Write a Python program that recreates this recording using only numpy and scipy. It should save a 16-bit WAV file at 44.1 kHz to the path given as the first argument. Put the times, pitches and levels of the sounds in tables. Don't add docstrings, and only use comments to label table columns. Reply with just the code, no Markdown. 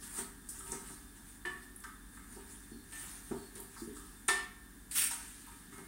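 import sys
import numpy as np
from scipy import signal
from scipy.fft import rfft, irfft, next_fast_len
from scipy.io import wavfile
from scipy.ndimage import uniform_filter1d

SR = 44100
rng = np.random.default_rng(int(sys.argv[2]) if len(sys.argv) > 2 else 0)


def int16_out(signal):
    q = np.round(np.clip(np.atleast_2d(signal).T, -1, 1) * 32767)
    wavfile.write(sys.argv[1], SR, q.astype(np.int16))


N = 258867

# frequency in Hz, relative level in dB.
AIR_SPECTRUM = [(13, -31), (22, -14), (43, -6), (61, -0.5), (78, -16.5), (150, -12.5), (250, -7),
                (400, -18), (860, -23.5), (1670, -20.5), (2450, -31), (3600, -29), (5800, -30),
                (16000, -25)]
# frequency in Hz, level in dB, width in Hz.
FRIDGE_LINES = [(46, -63, 0.62), (94.7, -72, 3.5), (193.6, -72.5, 2.4), (244.4, -73.5, 2.3),
                (283, -70, 2.6), (1616, -74, 3.7), (1702, -72.5, 2.8), (1804, -74, 10), (3577, -76.5, 55),
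                (9730, -79.5, 34), (12500, -81, 130), (14660, -77, 150)]
# frequency in Hz, t60 in seconds.
KITCHEN_DECAY = [(200, 0.42), (530, 0.46), (1390, 0.58), (3680, 0.49), (9700, 0.37)]
# start and length in seconds, first and last pitch in Hz, level in dB,
# width in Hz.
FAINT_SQUEAKS = [(2.708, 0.148, 4380, 4260, -70, 300), (3.346, 0.18, 4440, 4360, -68.5, 90)]
# time of strongest rattle in seconds, level in dB,
# swell and fade in seconds, share that rings the pieces in dB.
RACK_JOLTS = [(4.913, -43.5, 0.0047, 0.23, 0.5), (4.959, -33, 0.0086, 0.15, -1),
              (4.985, -32, 0.042, 0.08, 1), (5.026, -32, 0.055, 0.076, 1.5), (5.113, -39, 0.013, 0.077, -3),
              (5.17, -51, .15, .8, -17)]
# frequency in Hz, nominal width in Hz, relative level in dB.
CUTLERY_MODES = [(1770, 37, -13), (2600, 40, -17.5), (3660, 50, -18.5), (5590, 21, -12), (7120, 87, -15),
                 (7910, 43, -20), (8380, 30, -10), (8560, 31, -8), (8830, 45, -15), (9130, 35, -8),
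                 (10300, 51, -15), (11000, 41, -4), (11450, 45, -7.5), (12400, 33, -10), (13200, 33, -9),
                 (13700, 60, -9), (15500, 29, -6), (15800, 30, -7)]
# frequency in Hz, relative level in dB.
CLATTER_SPECTRUM = [(500, -16.5), (800, -12.5), (1500, -1), (2100, -1.5), (5300, -4), (9000, -1.5),
                    (12000, -4), (16000, -10.5)]
# start in seconds, peak of the ring in dB,
# centre of the blow's spectrum in Hz, its spread in octaves.
DISH_BLOWS = [(1.451, -29.5, 1330, 1.164)]
RIM_BLOWS = [(2.922, -46.5, 2300, 1.06), (2.955, -51, 1960, 0.62), (2.99, -53, 2320, 1.1),
             (4.283, -22, 1550, 1.9)]
DULL_KNOCKS = [(.185, -41, 412, 1.76), (.6, -52.5, 1200, 0.32), (.722, -41.5, 477, 1.7),
               (1.838, -41, 1400, 0.4), (2.17, -49.5, 1470, 0.5), (2.365, -47, 457, 1.2),
               (2.718, -43, 284, 0.37), (3.311, -32, 243, 1.42), (3.35, -46, 376, 0.28),
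               (3.385, -62, 370, 0.42), (3.552, -48.5, 382, 0.52), (3.59, -49.5, 490, 1.04),
               (3.76, -49.5, 1120, 0.63), (3.819, -39.5, 298, 0.32), (3.876, -37.5, 289, 0.41),
               (3.965, -49, 1280, 0.38), (5.109, -44.5, 870, 0.6), (5.47, -51, 1050, 0.3),
               (5.72, -53, 1560, 0.62), (5.78, -46.5, 520, 1.6)]
# frequency in Hz, relative level in dB, t60 in seconds when struck.
DISH_MODES = [(362.6, 4, 0.91), (447, 0, 0.13), (720, -11.5, 0.14), (953, -12, 0.29), (1130, -7.5, 0.22),
              (1196, -14, 0.23), (1730, -7, 0.23), (1752, 0.5, 0.28), (1806, 1, 0.21), (1920, -19, 0.17),
              (2580, -26, 0.18), (2998, -6.5, 0.14), (3530, -8, 0.13)]
RIM_MODES = [(355, -12.5, 0.39), (389, -0.5, 0.29), (728, -11, 0.32), (943, -7.5, 0.36), (1090, -18.5, 0.4),
             (1178, -11.5, 0.4), (1334, 0, 0.055), (1490, -19, 0.12), (1786, -10.5, 0.4), (1786, -1, 0.38),
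             (1819, -9.5, 0.37), (1930, -0.5, 0.11), (2236, -9.5, 0.18), (2740, -17, 0.29),
             (2970, -6, 0.18), (3080, -12, 0.22), (3440, -7, 0.15), (3553, -10, 0.16), (3850, -15, 0.17),
             (4160, -16, 0.13), (5220, -7, 0.22), (5453, -15, 0.15)]
BASE_MODES = [(175, -13, .05), (244, 1, 0.081), (299, -3, 0.07), (391.3, -1.5, 0.16), (707.5, -13, 0.076),
              (936.3, -9.5, 0.19), (1195, -9.5, 0.13), (1289.5, -6, 0.17), (1405, -13.5, 0.14),
              (1584, -6, 0.11), (1775, -11, 0.066), (1940, -12, 0.16), (2150, -14.5, 0.4),
              (2927, -16, 0.26), (3570, -17.5, 0.26)]
# start in seconds, level in dB, centre in Hz, spread in octaves,
# t60 in seconds.
DRY_TICKS = [(0.487, -35.5, 9000, 0.73, 0.12), (0.529, -50, 6000, 0.57, 0.051),
             (0.589, -40, 9400, 0.3, 0.053), (0.7184, -17.5, 7260, 0.38, 0.015),
             (1.453, -42, 8100, 0.63, 0.055), (1.76, -31.5, 10900, 0.21, 0.022),
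             (1.8, -38, 10400, 0.62, .03), (1.837, -38.5, 4740, 1.2, 0.039), (2.145, -52, 5530, 0.63, .03),
             (2.919, -44.5, 9000, 0.69, .05), (3.552, -38, 8900, .5, .04), (3.599, -31, 11900, 0.5, 0.034),
             (3.967, -42, 6900, 0.92, 0.034), (4.28, -17.5, 8440, 0.41, 0.039),
             (4.91, -31, 9100, 0.24, 0.028), (4.956, -36, 8000, 1, .03), (5.465, -40, 12820, 0.42, 0.025),
             (5.779, -44, 6840, 0.83, 0.03)]
# frequency in Hz, relative level in dB.
RUB_SPECTRUM = [(200, -17), (400, -16), (900, -16.5), (1800, -10.5), (2600, -16.5), (5500, -15.5),
                (9000, -10.5), (12000, -15), (16000, -15.5)]
# time of hardest push in seconds, rub level in dB,
# swell and fade in seconds, share that rings the pot in dB.
SPOON_STROKES = [(.035, -50.5, 0.081, 0.22, -15), (.19, -43, .13, .1, -15), (.57, -54.5, 0.13, 0.27, -16.5),
                 (.715, -49.5, 0.26, 0.22, -4.5), (.89, -53.5, 0.19, 0.26, -5.5),
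                 (1.164, -62, 0.052, 0.23, -8), (1.29, -59, 0.072, 0.17, -19), (1.51, -61, 0.085, .2, 4.5),
                 (1.636, -59.5, 0.037, .08, -11), (1.87, -61, 0.14, .1, -3), (2.16, -62, 0.14, 0.19, -10),
                 (2.335, -57.5, 0.11, 0.18, -8), (2.52, -57.5, 0.3, 0.4, -8.5),
                 (2.935, -53, 0.043, 0.28, -9.5), (3.03, -48.5, 0.18, 0.37, -21),
                 (3.3, -59, 0.23, 0.75, -9.5), (3.56, -53, 0.025, 0.14, -8.5),
                 (3.8, -54.5, 0.2, 0.19, -11.5), (3.965, -56, .08, 0.38, -12),
                 (4.08, -63.5, .08, 0.28, -18), (5.55, -72.5, 0.15, 0.087, 1.5),
                 (5.73, -59, 0.024, 0.47, 2)]
# frequency in Hz, gain in dB.
MIC_RESPONSE = [(20, 1.5), (420, 1.5), (520, -9.5), (640, -7), (800, 0.5), (6500, 0), (8200, 4.5),
                (9100, 9), (10300, 2), (12000, -2), (16000, -1.5)]


def amp(db):
    return 10 ** (np.asarray(db) / 20)


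def unit_rms(x):
    return x / np.sqrt(np.mean(x ** 2) + 1e-20)


def curve_at(points, hz):
    table_hz, value = np.transpose(points)
    return np.interp(np.log(hz + 1), np.log(table_hz + 1), value)


def coloured(x, spectrum):
    hz = np.fft.rfftfreq(len(x), 1 / SR)
    return unit_rms(irfft(rfft(x) * amp(curve_at(spectrum, hz)), len(x)))


def add(mix, start_s, sound):
    part = mix[round(start_s * SR):][:len(sound)]
    part += sound[:len(part)]


def bell_db(hz, centre_hz, octaves):
    return -6 * (np.log2((hz + 1) / centre_hz) / octaves) ** 2


def grit(per_s, spread_db):
    size = amp(spread_db * np.minimum(rng.exponential(1, N), 4)) * rng.standard_normal(N)
    return size * (rng.random(N) < per_s / SR)


def ring(hz, t60, seconds):
    t = np.arange(round(seconds * SR)) / SR
    return amp(-60 * t / t60) * np.sin(2 * np.pi * hz * t)


def burst(centre_hz, octaves, t60):
    t = np.arange(4096) / SR
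    shape = amp(bell_db(np.fft.rfftfreq(4096, 1 / SR), centre_hz, octaves))
    noise = unit_rms(irfft(rfft(rng.standard_normal(4096)) * shape))
    attack = np.minimum(t / 0.0047, 1)
    return noise * attack * amp(-60 * t / t60) / 2


def wavering_tone(hz, width_hz, steady):
    pole = np.exp(-np.pi * width_hz / SR)
    slow = rng.standard_normal(len(hz)) + 1j * rng.standard_normal(len(hz))
    for _ in range(2):
        slow = signal.lfilter([1 - pole], [1, -pole], slow)
    carrier = np.exp(2j * np.pi * np.cumsum(hz) / SR)
    return unit_rms(((slow / abs(slow).mean() + steady) * carrier).real)


def patchy(x, depth_db):
    spectra = signal.stft(x, nperseg=256)[2]
    patches = uniform_filter1d(rng.standard_normal(spectra.shape), size=6, axis=0)
    patches = unit_rms(uniform_filter1d(patches, size=14, axis=1))
    return unit_rms(signal.istft(spectra * amp(depth_db * patches), nperseg=256)[1][:len(x)])


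def movements(t, rows):
    power = ring_power = 0
    for peak_s, db, swell_s, fade_s, share_db in rows:
        from_peak = np.maximum((peak_s - t) / swell_s, (t - peak_s) / fade_s)
        gain = amp(db - 20 * from_peak)
        power += gain ** 2
        ring_power += (gain * amp(share_db)) ** 2
    return np.sqrt(power), np.sqrt(ring_power)


def room_tone(air_db=-57.5):
    fridge = sum(amp(db) * wavering_tone(np.full(N, hz), width_hz, steady=60 / (width_hz + 8))
                 for hz, db, width_hz in FRIDGE_LINES)
    return amp(air_db) * coloured(rng.standard_normal(N), AIR_SPECTRUM) + fridge


def kitchen_echo(x):
    echoes = np.zeros(SR)
    slots = np.arange(160, SR - 20, 20)
    echoes[slots + rng.integers(0, 20, len(slots))] = rng.choice([-1., 1.], len(slots))
    hz, t, spectra = signal.stft(echoes, SR, nperseg=256)
    decay = amp(-60 * t / curve_at(KITCHEN_DECAY, hz)[:, None])
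    tail = signal.istft(spectra * decay, SR, nperseg=256)[1]
    return signal.fftconvolve(x, tail / np.linalg.norm(tail))[:N]


def squeaks():
    out = np.zeros(N)
    for start_s, length_s, first_hz, last_hz, db, width_hz in FAINT_SQUEAKS:
        hz = np.linspace(first_hz, last_hz, round(length_s * SR))
        tone = wavering_tone(hz, width_hz, steady=0.2)
        add(out, start_s, amp(db) * tone * signal.windows.tukey(len(hz), .3))
    return out


def cutlery(ring_gain_db=-39.5, clatter_gain_db=-3):
    start_s, length = RACK_JOLTS[0][0] - .05, round(.9 * SR)
    shake, ringing = movements(start_s + np.arange(length) / SR, RACK_JOLTS)
    rings = np.zeros(length)
    for hz, width_hz, db in CUTLERY_MODES:
        clicks = unit_rms(grit(per_s=150, spread_db=2.8)[:length]) * ringing
        mode = ring(hz, t60=1.3 / width_hz, seconds=.2)
        rings += amp(db) * np.sqrt(width_hz) * signal.oaconvolve(clicks, mode)[:length]
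    slips = grit(per_s=9000, spread_db=1.3)[:length]
    clatter = shake * patchy(coloured(slips, CLATTER_SPECTRUM), depth_db=2.14)
    out = np.zeros(N)
    add(out, start_s, amp(ring_gain_db) * rings + amp(clatter_gain_db) * clatter)
    return out


def knocks(blows, modes, crack_db, rise_s):
    out = np.zeros(N)
    for start_s, db, centre_hz, octaves in blows:
        body = sum(amp(mode_db + bell_db(hz, centre_hz, octaves)) * ring(hz, t60, seconds=1.0)
                   for hz, mode_db, t60 in modes)
        body *= 1 - np.exp(-np.arange(len(body)) / SR / rise_s)
        add(out, start_s, amp(db) * body / abs(body).max())
        add(out, start_s, amp(db + crack_db) * burst(centre_hz, octaves, t60=0.12))
    return out


def ticks():
    out = np.zeros(N)
    for start_s, db, centre_hz, octaves, t60 in DRY_TICKS:
        add(out, start_s, amp(db) * burst(centre_hz, octaves, t60))
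    return out


def spoon_scrape():
    rub, ringing = movements(np.arange(N) / SR, SPOON_STROKES)
    slips = grit(per_s=12000, spread_db=0.92)
    hiss = patchy(coloured(slips, RUB_SPECTRUM), depth_db=3.04)
    pot = sum(amp(db) * ring(hz, 1.1 * t60, seconds=.3) for hz, db, t60 in BASE_MODES)
    return rub * hiss + ringing * unit_rms(signal.oaconvolve(slips, pot)[:N])


def scene():
    thuds = knocks(DULL_KNOCKS, BASE_MODES, crack_db=0.34, rise_s=0.0022)
    rim = knocks(RIM_BLOWS, RIM_MODES, crack_db=0.31, rise_s=0.0024)
    dish = knocks(DISH_BLOWS, DISH_MODES, crack_db=-6.5, rise_s=0.00091)
    hits = thuds + rim + dish + ticks()
    near = spoon_scrape() + cutlery()
    echo = amp(-1) * kitchen_echo(hits) + amp(-5) * kitchen_echo(near)
    mono = hits + near + echo + squeaks() + room_tone()
    return np.array([mono, mono])


def record(dry):
    size = next_fast_len(N + 4096)
    response = amp(curve_at(MIC_RESPONSE, np.fft.rfftfreq(size, 1 / SR)))
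    heard = irfft(rfft(dry, size) * response, size)[:, :N]
    lowpass = signal.firwin(1023, cutoff=15830, window=("kaiser", 9), fs=SR)
    return signal.oaconvolve(heard, lowpass[None], "same")


dry = scene()
out = record(dry)
int16_out(out)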